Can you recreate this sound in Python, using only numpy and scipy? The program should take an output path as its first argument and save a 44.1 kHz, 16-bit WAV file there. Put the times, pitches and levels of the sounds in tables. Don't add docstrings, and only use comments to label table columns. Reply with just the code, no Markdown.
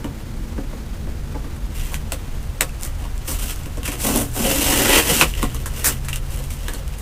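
import sys
import numpy as np
from scipy import signal
from scipy.fft import rfft, irfft, next_fast_len
from scipy.io import wavfile

SR = 44100
rng = np.random.default_rng(int(sys.argv[2]) if len(sys.argv) > 2 else 0)


def how_loud(loudness_db):
    steps = np.asarray(loudness_db, float) / 20
    return 10 ** steps


def master_out(mix):
    frames = np.transpose(np.atleast_2d(mix))
    ceiling = np.clip(frames, -1, 1)
    pcm = np.round(ceiling * 32767).astype(np.int16)
    wavfile.write(sys.argv[1], SR, pcm)


N = 309141


def rms_one(x):
    return x / np.sqrt(np.mean(x ** 2) + 1e-20)


def in_time(rows):
    s, *columns = np.transpose(rows)
    return [np.interp(np.arange(N) / SR, s, column) for column in columns]


def drift(rate_hz):
    r = np.exp(-2 * np.pi * rate_hz / SR)
    wander = signal.lfilter([1], [1, -2 * r, r * r], rng.standard_normal(N + SR))
    return rms_one(wander[SR:])


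def coloured(spectrum):
    hz, db = np.transpose(spectrum)
    size = next_fast_len(N)
    grid = np.arange(size // 2 + 1) * SR / size + 1
    colour = how_loud(np.interp(np.log(grid), np.log(hz), db))
    return rms_one(irfft(rfft(rng.standard_normal(size)) * colour, size)[:N])


def band(x, low_hz, high_hz):
    sos = signal.butter(2, [low_hz, high_hz], "band", fs=SR, output="sos")
    return signal.sosfilt(sos, x) * np.sqrt(SR / 2 / (high_hz - low_hz))


def ring(x, hz, width_hz):
    r = np.exp(-np.pi * width_hz / SR)
    poles = [1, -2 * r * np.cos(2 * np.pi * hz / SR), r * r]
    return signal.lfilter([(1 - r * r) / 2, 0, (r * r - 1) / 2], poles, x + 1e-18)


def resonate(x, modes, shift_db=0):
    click = np.eye(1, 8192)[0]
    power, out = 0, 0
    for k, (hz, width_hz, db) in enumerate(modes):
        power += np.sum((how_loud(db) * ring(click, hz, width_hz)) ** 2)
        grip_db = shift_db * drift(1.87) if shift_db else 0
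        out = out + ring((-1) ** k * how_loud(db + grip_db) * x, hz, width_hz)
    return out / np.sqrt(power)


def snaps(per_s, spread_db):
    sizes = how_loud(spread_db * np.minimum(rng.exponential(1, N), 4)) * rng.choice([-1, 1], N)
    return rms_one(sizes) * (rng.random(N) < per_s / SR) * np.sqrt(SR / per_s)


def resigned(x):
    return x * (-1) ** np.arange(N)


# pitch in Hz, width in Hz, level in dB.
PANELS = [(158.4, 23, -7.5), (234, 18.7, 1.5), (279.4, 16, 1.5), (340, 39, -1.5), (433, 37, -3.5),
          (466, 56, -3.5), (533, 26, -0.5), (615.6, 33, -5.5), (729, 18.7, -6.5), (908, 153, -12),
          (1175, 76, -11.5), (1350, 550, -19.5)]


def board_panels(x, shift_db=0):
    return resonate(x, PANELS, shift_db)


# frequency in Hz, level in dB per Hz.
RUMBLE_SPECTRUM = [(4.7, 0), (8.0, -21), (33, 6), (59, -0.5), (86, -3), (108, -17.5), (151, -8), (172, -21),
                   (224, -14), (296, -29), (325, -22), (371, -30), (455, -28.5), (592, -36), (700, -45),
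                   (910, -39), (1540, -120)]
# frequency in Hz, level in dB per Hz.
HISS_SPECTRUM = [(290, 0), (500, -2.5), (660, -3), (950, -4), (1380, -5), (2190, -8.5), (5880, -14.5),
                 (6330, -13.5), (9630, -17), (14500, -19.5), (17000, -22)]
# time in seconds, rumble in dB, boost of the upper rumble in dB.
TRAFFIC_FLOW = [
    (0, -31.5, 8.5),
    (1.4, -27, 2),
    (2.1, -29, 2),
    (3, -27, -9.5),
    (4, -29, -1),
    (5.5, -27, -2.5),
    (7.01, -29, -4),
]


def background():
    rumble_db, upper_db = in_time(TRAFFIC_FLOW)
    rumble = coloured(RUMBLE_SPECTRUM)
    upper = signal.sosfiltfilt(signal.butter(3, 185, "high", fs=SR, output="sos"), rumble)
    rumble = rumble + upper * (how_loud(upper_db) - 1)
    hiss = how_loud(-42 + drift(33)) * coloured(HISS_SPECTRUM)
    return how_loud(rumble_db + 2.5) * rumble + hiss


# time in seconds, firing rate in Hz, level in dB.
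ENGINE_RUN = [(0, 118, -41), (.9, 118, -46.5), (1.6, 118, -46.5), (2.8, 122, -41.5), (3.8, 122, -42),
              (4.2, 116, -34.5), (4.7, 120, -35), (5.2, 121, -44), (5.5, 124, -37), (6.0, 128, -33.5),
              (6.5, 132, -37), (6.8, 134, -41), (7.01, 135, -45)]


def engine():
    hz, db = in_time(ENGINE_RUN)
    waver_hz = 0.5 * drift(3)
    level = np.sqrt(2) * how_loud(db + 2 * drift(8.5))
    return level * np.sin(2 * np.pi * np.cumsum(hz + waver_hz) / SR)


# start in seconds, peak in dB, pitch in Hz, T60 in seconds.
LOW_THUDS = [
    (1.939, -29, 190, 0.06),
    (5.118, -12, 166, 0.089),
    (5.218, -16, 158.6, 0.19),
    (6.398, -30.5, 510, 0.19),
    (1.352, -28, 860, 0.1),
]


def thuds():
    out, t = np.zeros(N), np.arange(N) / SR
    for s, peak_db, hz, t60_s in LOW_THUDS:
        since = np.maximum(t - s, 0)
        onset = np.minimum(since / 0.0039, 1)
        out += how_loud(peak_db - 60 * since / t60_s) * onset * np.sin(2 * np.pi * hz * since)
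    return out


# start in seconds, peak in dB, ring in Hz, bare click over the ring in dB.
TAPE_TICKS = [(2.3194, -44, 2280, -8), (2.4284, -38, 2960, 13), (2.6923, -21, 2620, -4),
              (2.7454, -29, 2450, -8), (2.81, -24.5, 9100, 2), (2.832, -19, 7150, 10),
              (2.849, -21, 9200, 7), (2.8736, -23, 2880, -8), (2.8844, -41, 2550, -8),
              (3.1777, -31, 7500, 8), (3.633, -27, 7540, -8), (4.1593, 0.5, 10800, -8),
              (4.173, -4, 10200, -6), (4.1996, -7, 9400, -15), (5.337, -8.5, 2840, -21),
              (5.502, -21.5, 2870, -8), (5.8864, -15, 7900, 10), (6.084, -11, 2340, -16),
              (6.129, -3, 2800, -18), (6.158, -12, 2970, 2.5), (0.043, -16, 2950, -27),
              (6.305, -25, 9500, -8), (6.3294, -27, 3020, -8), (6.3599, -20, 10000, -8),
              (6.4386, -24, 9100, -4), (6.503, -18, 2340, -1), (6.747, -17, 4260, -14),
              (6.878, -26, 3050, 5.5), (6.9366, -25, 2530, -15), (6.9848, -23, 10500, -2)]


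def ticks():
    click = np.eye(1, 512)[0]
    out = np.zeros(N + len(click))
    for s, peak_db, hz, bare_db in TAPE_TICKS:
        i = round((s + 0.0015) * SR)
        tick = resonate(click, [(hz, hz * 0.058, 0)]) + how_loud(bare_db) * band(click, 2500, 13400)
        out[i:i + len(click)] += how_loud(peak_db + 4.5) * tick
    return out[:N]


# start in seconds, length in seconds, fizz in dB, board in dB, sheet in dB.
SHORT_RIPS = [
    (1.915, 0.029, -35, -47, -46),
    (2.818, 0.045, -30, -44, -41),
    (3.274, .05, -24, -36, -38),
    (4.147, 0.025, -29, -21, -45),
    (5.203, 0.032, -24, -20, -26),
    (5.841, 0.039, -10, -30, -22.5),
]


def rips():
    t = np.arange(N) / SR
    board, sheet, fizz = np.zeros((3, N))
    for s, length_s, fizz_db, board_db, sheet_db in SHORT_RIPS:
        stop = how_loud(-60 * np.clip(t - s - length_s, 0, 1) / 0.11)
        swell = np.clip((t - s) / 0.003, 0, 1) * stop
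        board += how_loud(board_db) * swell
        sheet += how_loud(sheet_db) * swell
        fizz += how_loud(fizz_db) * swell
    rough = how_loud(2 * drift(170)) * snaps(8200, 2.3)
    treble = signal.butter(2, 3800, "high", fs=SR, output="sos")
    air = 0.58 * signal.sosfilt(treble, fizz * rough)
    return board_panels(board * rough) + band(sheet * rough, 1090, 2700) + air


# start in seconds, peak in dB, board in dB.
FINGER_KNOCKS = [
    (0.579, -8.5, -25),
    (0.725, -44, -24),
    (1.07, -14, -33),
    (1.343, -17, -20),
    (1.439, -28, -26),
    (6.4, -37, -27),
]
# start in seconds, peak in dB, settling fizz in dB, board over fizz in dB, flap pitch in Hz.
SINGLE_CRACKS = [(1.563, -26.5, -50, -7, 2640), (1.917, -27, -37, 15, 1570), (1.942, -10.5, -28, -34, 2630),
                 (3.28, -15, -33, -8, 2800), (3.559, -19, -43, -16, 1270), (3.658, -16.5, -38, 5, 2640),
                 (3.771, -11, -36, 11.5, 1570), (3.831, -17, -38, -1, 2850), (3.852, -30, -21.5, -21, 2840),
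                 (3.877, -11, -23, 1.5, 2380), (3.918, -15.5, -26.5, -6, 2620), (4.0, -17, -30, -8, 2750),
                 (5.545, -14, -30, 0, 1240), (5.658, -13, -23, -3, 1640), (5.845, -16, -20, -7, 2370),
                 (6.047, -23, -33, -30, 1870), (6.084, -12, -25.5, -33, 2300),
                 (6.128, -21, -25.5, -22, 2800), (6.157, -23, -31, -14, 2860), (6.735, -15, -32, -1, 1540)]
# start in seconds, peak in dB, settling fizz in dB, board over fizz in dB, flap pitch in Hz.
STRONG_CRACKS = [
    (0.043, -3.5, -37.5, 17.5, 1610),
    (2.120, -3, -24, -2, 1060),
    (2.608, 8, -17, -4, 1186),
    (5.211, 11, -12.5, -1.5, 2586),
    (5.428, 3, -27, 9, 1350),
    (6.682, -6.5, -30, 3, 1696),
]


def blows():
    rows = [(s, peak_db, board_db, board_db - 20, board_db - 26, 1000)
            for s, peak_db, board_db in FINGER_KNOCKS]
    for table, over_fizz_db in ((SINGLE_CRACKS, -1), (STRONG_CRACKS, 6)):
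        for s, peak_db, fizz_db, board_db, hz in table:
            flap_db = fizz_db + over_fizz_db + 3.5 * np.log2(hz / 2000)
            rows.append((s, peak_db, fizz_db + board_db, flap_db, fizz_db, hz))
    return rows


def cracks():
    t = np.arange(4096) / SR
    board, rest = np.zeros((2, N + len(t)))
    grain, split = snaps(14000, 1.9), rng.choice([-1, 1], N)
    since = t - 0.004
    creep_db = -22
    creep = how_loud(creep_db) * np.exp(since / 0.0015)
    snap_off = np.exp(-since / 0.0011) * np.clip(since / 0.00056, how_loud(creep_db), 1)
    shape = np.where(since < 0, creep, snap_off)
    lull = (since > 0) * np.clip(0.47 + since / 0.012, 0, 1)
    settle_t60_s = 0.097
    settle = how_loud(-0.5 - 60 * (t / settle_t60_s) ** 1.036) * lull
    for s, peak_db, board_db, flap_db, fizz_db, hz in blows():
        i = round((s - 0.0034) * SR)
        here = slice(i, i + len(t))
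        burst = how_loud(peak_db - max(board_db, flap_db, fizz_db) - 5) * shape
        snap = split[here] * burst + grain[here] * settle
        board[here] += how_loud(board_db) * (snap + 0.15 * burst)
        kick = 0.2 * burst * np.cos(2 * np.pi * hz * t)
        flap = 0.42 * resonate(snap + kick, [(hz, 400, 0)]) + 0.75 * band(snap, 920, 4620)
        rest[here] += how_loud(flap_db) * flap + how_loud(fizz_db) * band(snap, 3200, 13200)
    return board_panels(board[:N]) + rest[:N]


# start in seconds, hold in seconds, force in dB, grip on the board in dB, slack of the flap in dB.
SHORT_PULLS = [(1.738, 0.16, -41.5, -7, 0), (2.782, 0.11, -49, 5.5, -1), (2.973, 0.082, -50, 9, 3.5),
               (3.254, 0.1, -34, -6.5, -9), (3.377, 0.14, -33.5, -6.5, -7.5), (3.58, .06, -58, -6, -13),
               (3.832, .03, -39.5, -13, 0.5), (3.894, 0.057, -40, 4.5, 1), (5.344, 0.11, -39, -0.5, 4.5),
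               (5.465, 0.12, -47.5, 3, 1), (5.575, 0.047, -45.5, -2, -14), (5.695, 0.043, -43.5, 0.5, -3),
               (5.735, 0.19, -36, -4.5, -3.5), (5.93, .03, -45.5, -10, 0), (6.244, .04, -48, -6, 0),
               (6.293, 0.1, -41.5, -3, -5), (6.414, 0.034, -40.5, -8, -6), (6.493, 0.043, -38.5, -16, -7.5),
               (6.567, 0.22, -47.5, 0, 2.5), (6.75, 0.037, -46.5, 3, -17), (6.90, .04, -48, 0, 1.5),
               (6.975, 0.025, -41, -6, -13)]
# time in seconds, force in dB, grip in dB, slack in dB.
FIRST_STRONG_PULL = [
    (3.965, -47, 4, -3),
    (4.01, -28.5, -7, -11),
    (4.05, -21.5, -3.5, -13),
    (4.1, -25, 4.5, -10),
    (4.14, -27, 3.5, -5),
    (4.18, -25.5, 4, -5),
    (4.215, -25, 0.5, -23),
]
# time in seconds, force in dB, grip in dB, slack in dB.
STRIPPING_PULL = [
    (4.328, -31.5, -4, -19),
    (4.46, -23.5, 2, -2.5),
    (4.58, -23, -2.5, -6),
    (4.88, -21.5, 0, 1),
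    (4.96, -18, 0, 4.5),
    (5.0, -21, -1, -0.5),
    (5.044, -27, -5.5, -4),
    (5.091, -21.5, 0, -1.5),
    (5.2, -20.5, -9.5, -3),
]


def pulling():
    hop = 32
    t = np.arange(0, N, hop) / SR
    pulls = list(SHORT_PULLS)
    for pull in (FIRST_STRONG_PULL, STRIPPING_PULL):
        start_s, end_s = pull[0][0], pull[-1][0]
        pulls.append((start_s, end_s - start_s, *(curve[::hop] for curve in in_time(pull))))
    pulls.append((1.7, N, -56.5, 5.5, 0))
    attack_s, lingers = np.array([[0.038], [0.038], [0.053]]), np.array([[1], [1], [0]])
    power = 1e-12
    for s, hold_s, force_db, grip_db, slack_db in pulls:
        after = np.maximum(t - s - hold_s, 0)
        release = np.maximum(how_loud(-329 * after), lingers * how_loud(-10.5 - 85 * after))
        swell = np.clip((t - s + 0.019) / attack_s, 0, 1) ** 2
        tape_db = force_db + 0 * t
        drive = how_loud(np.array([tape_db, tape_db + slack_db, tape_db + grip_db]))
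        power = power + (swell * release * drive) ** 2
    return [np.interp(np.arange(N) / SR, t, part) for part in 10 * np.log10(power)]


# pitch in Hz, width in Hz, level in dB.
FLAP_TONES = [(1500, 1200, 1), (1912, 150, 16), (2850, 450, 13), (3760, 2400, -7.5)]


def peel():
    tape_db, flap_db, board_db = pulling()
    fibre_db = tape_db - 4.5 + 0.31 * (flap_db - tape_db)
    clumps = how_loud(-1.5 * drift(123) + drift(41) - 1)
    per_s = np.clip(6000 * how_loud(0.76 * (tape_db + 26)), 700, 12000)
    glue = clumps * snaps(per_s, 0)
    slips = clumps * snaps(1500, 3.2)
    fibres = band(resigned(glue) * how_loud(fibre_db), 3600, 7100)
    sheen = band(glue * how_loud(tape_db), 5300, 14300)
    sheet = band(glue * how_loud(1.002 * tape_db - 4.5), 870, 6500)
    flex = band(resigned(slips) * how_loud(board_db - 5), 190, 740)
    panels = board_panels(slips * how_loud(board_db + 0.26), shift_db=4)
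    flap = resonate(glue * how_loud(flap_db - 1), FLAP_TONES, shift_db=1.2)
    return panels + flap + fibres + sheen + sheet + flex


# delay in seconds, level in dB.
FIRST_ECHOES = [(.0072, -14), (.0115, -11), (.0148, -15), (.022, -17)]


def room(x):
    t = np.arange(int(0.3 * SR)) / SR
    t60_s, treble_t60_s = 0.14, 0.31
    tail = rng.standard_normal(len(t)) * how_loud(-60 * t / t60_s) * np.minimum(t / 0.01, 1) ** 2
    dull = signal.lfilter([0.3], [1, -0.7], tail)
    tail = dull + (tail - dull) * how_loud(-60 * t / treble_t60_s)
    answer = how_loud(-13) * tail / np.sqrt(np.sum(tail ** 2))
    answer[0] = 1
    for k, (s, db) in enumerate(FIRST_ECHOES):
        answer[round(s * SR)] += (-1) ** k * how_loud(db)
    return signal.fftconvolve(x, answer / np.sqrt(np.sum(answer ** 2)))[:N]


# centre in Hz, width in Hz, gain in dB.
PORT_PEAKS = [(4480, 1000, -3), (6730, 160, -9.5), (8060, 7200, 4.5), (11000, 580, -9)]


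def housing(x):
    for hz, width_hz, db in PORT_PEAKS:
        w, g = 2 * np.pi * hz / SR, how_loud(db / 2)
        a = np.sin(w) * width_hz / hz / 2
        middle = -2 * np.cos(w)
        x = signal.lfilter([1 + a * g, middle, 1 - a * g], [1 + a / g, middle, 1 - a / g], x)
    return x


def scene():
    parcel = thuds() + ticks() + rips() + cracks() + peel()
    return (background() + engine() + housing(room(parcel)))[None]


def band_limit(x):
    return signal.sosfilt(signal.butter(12, 16630, fs=SR, output="sos"), x)


def record(dry):
    hz = np.arange(N // 2 + 1) * SR / N
    overloaded = np.clip(dry, -0.93, 0.93)
    treble_cut = np.where(hz < 15560, 1, how_loud(-50))
    mix = irfft(rfft(overloaded) * treble_cut, N)
    return band_limit(mix)


dry = scene()
out = record(dry)
master_out(out)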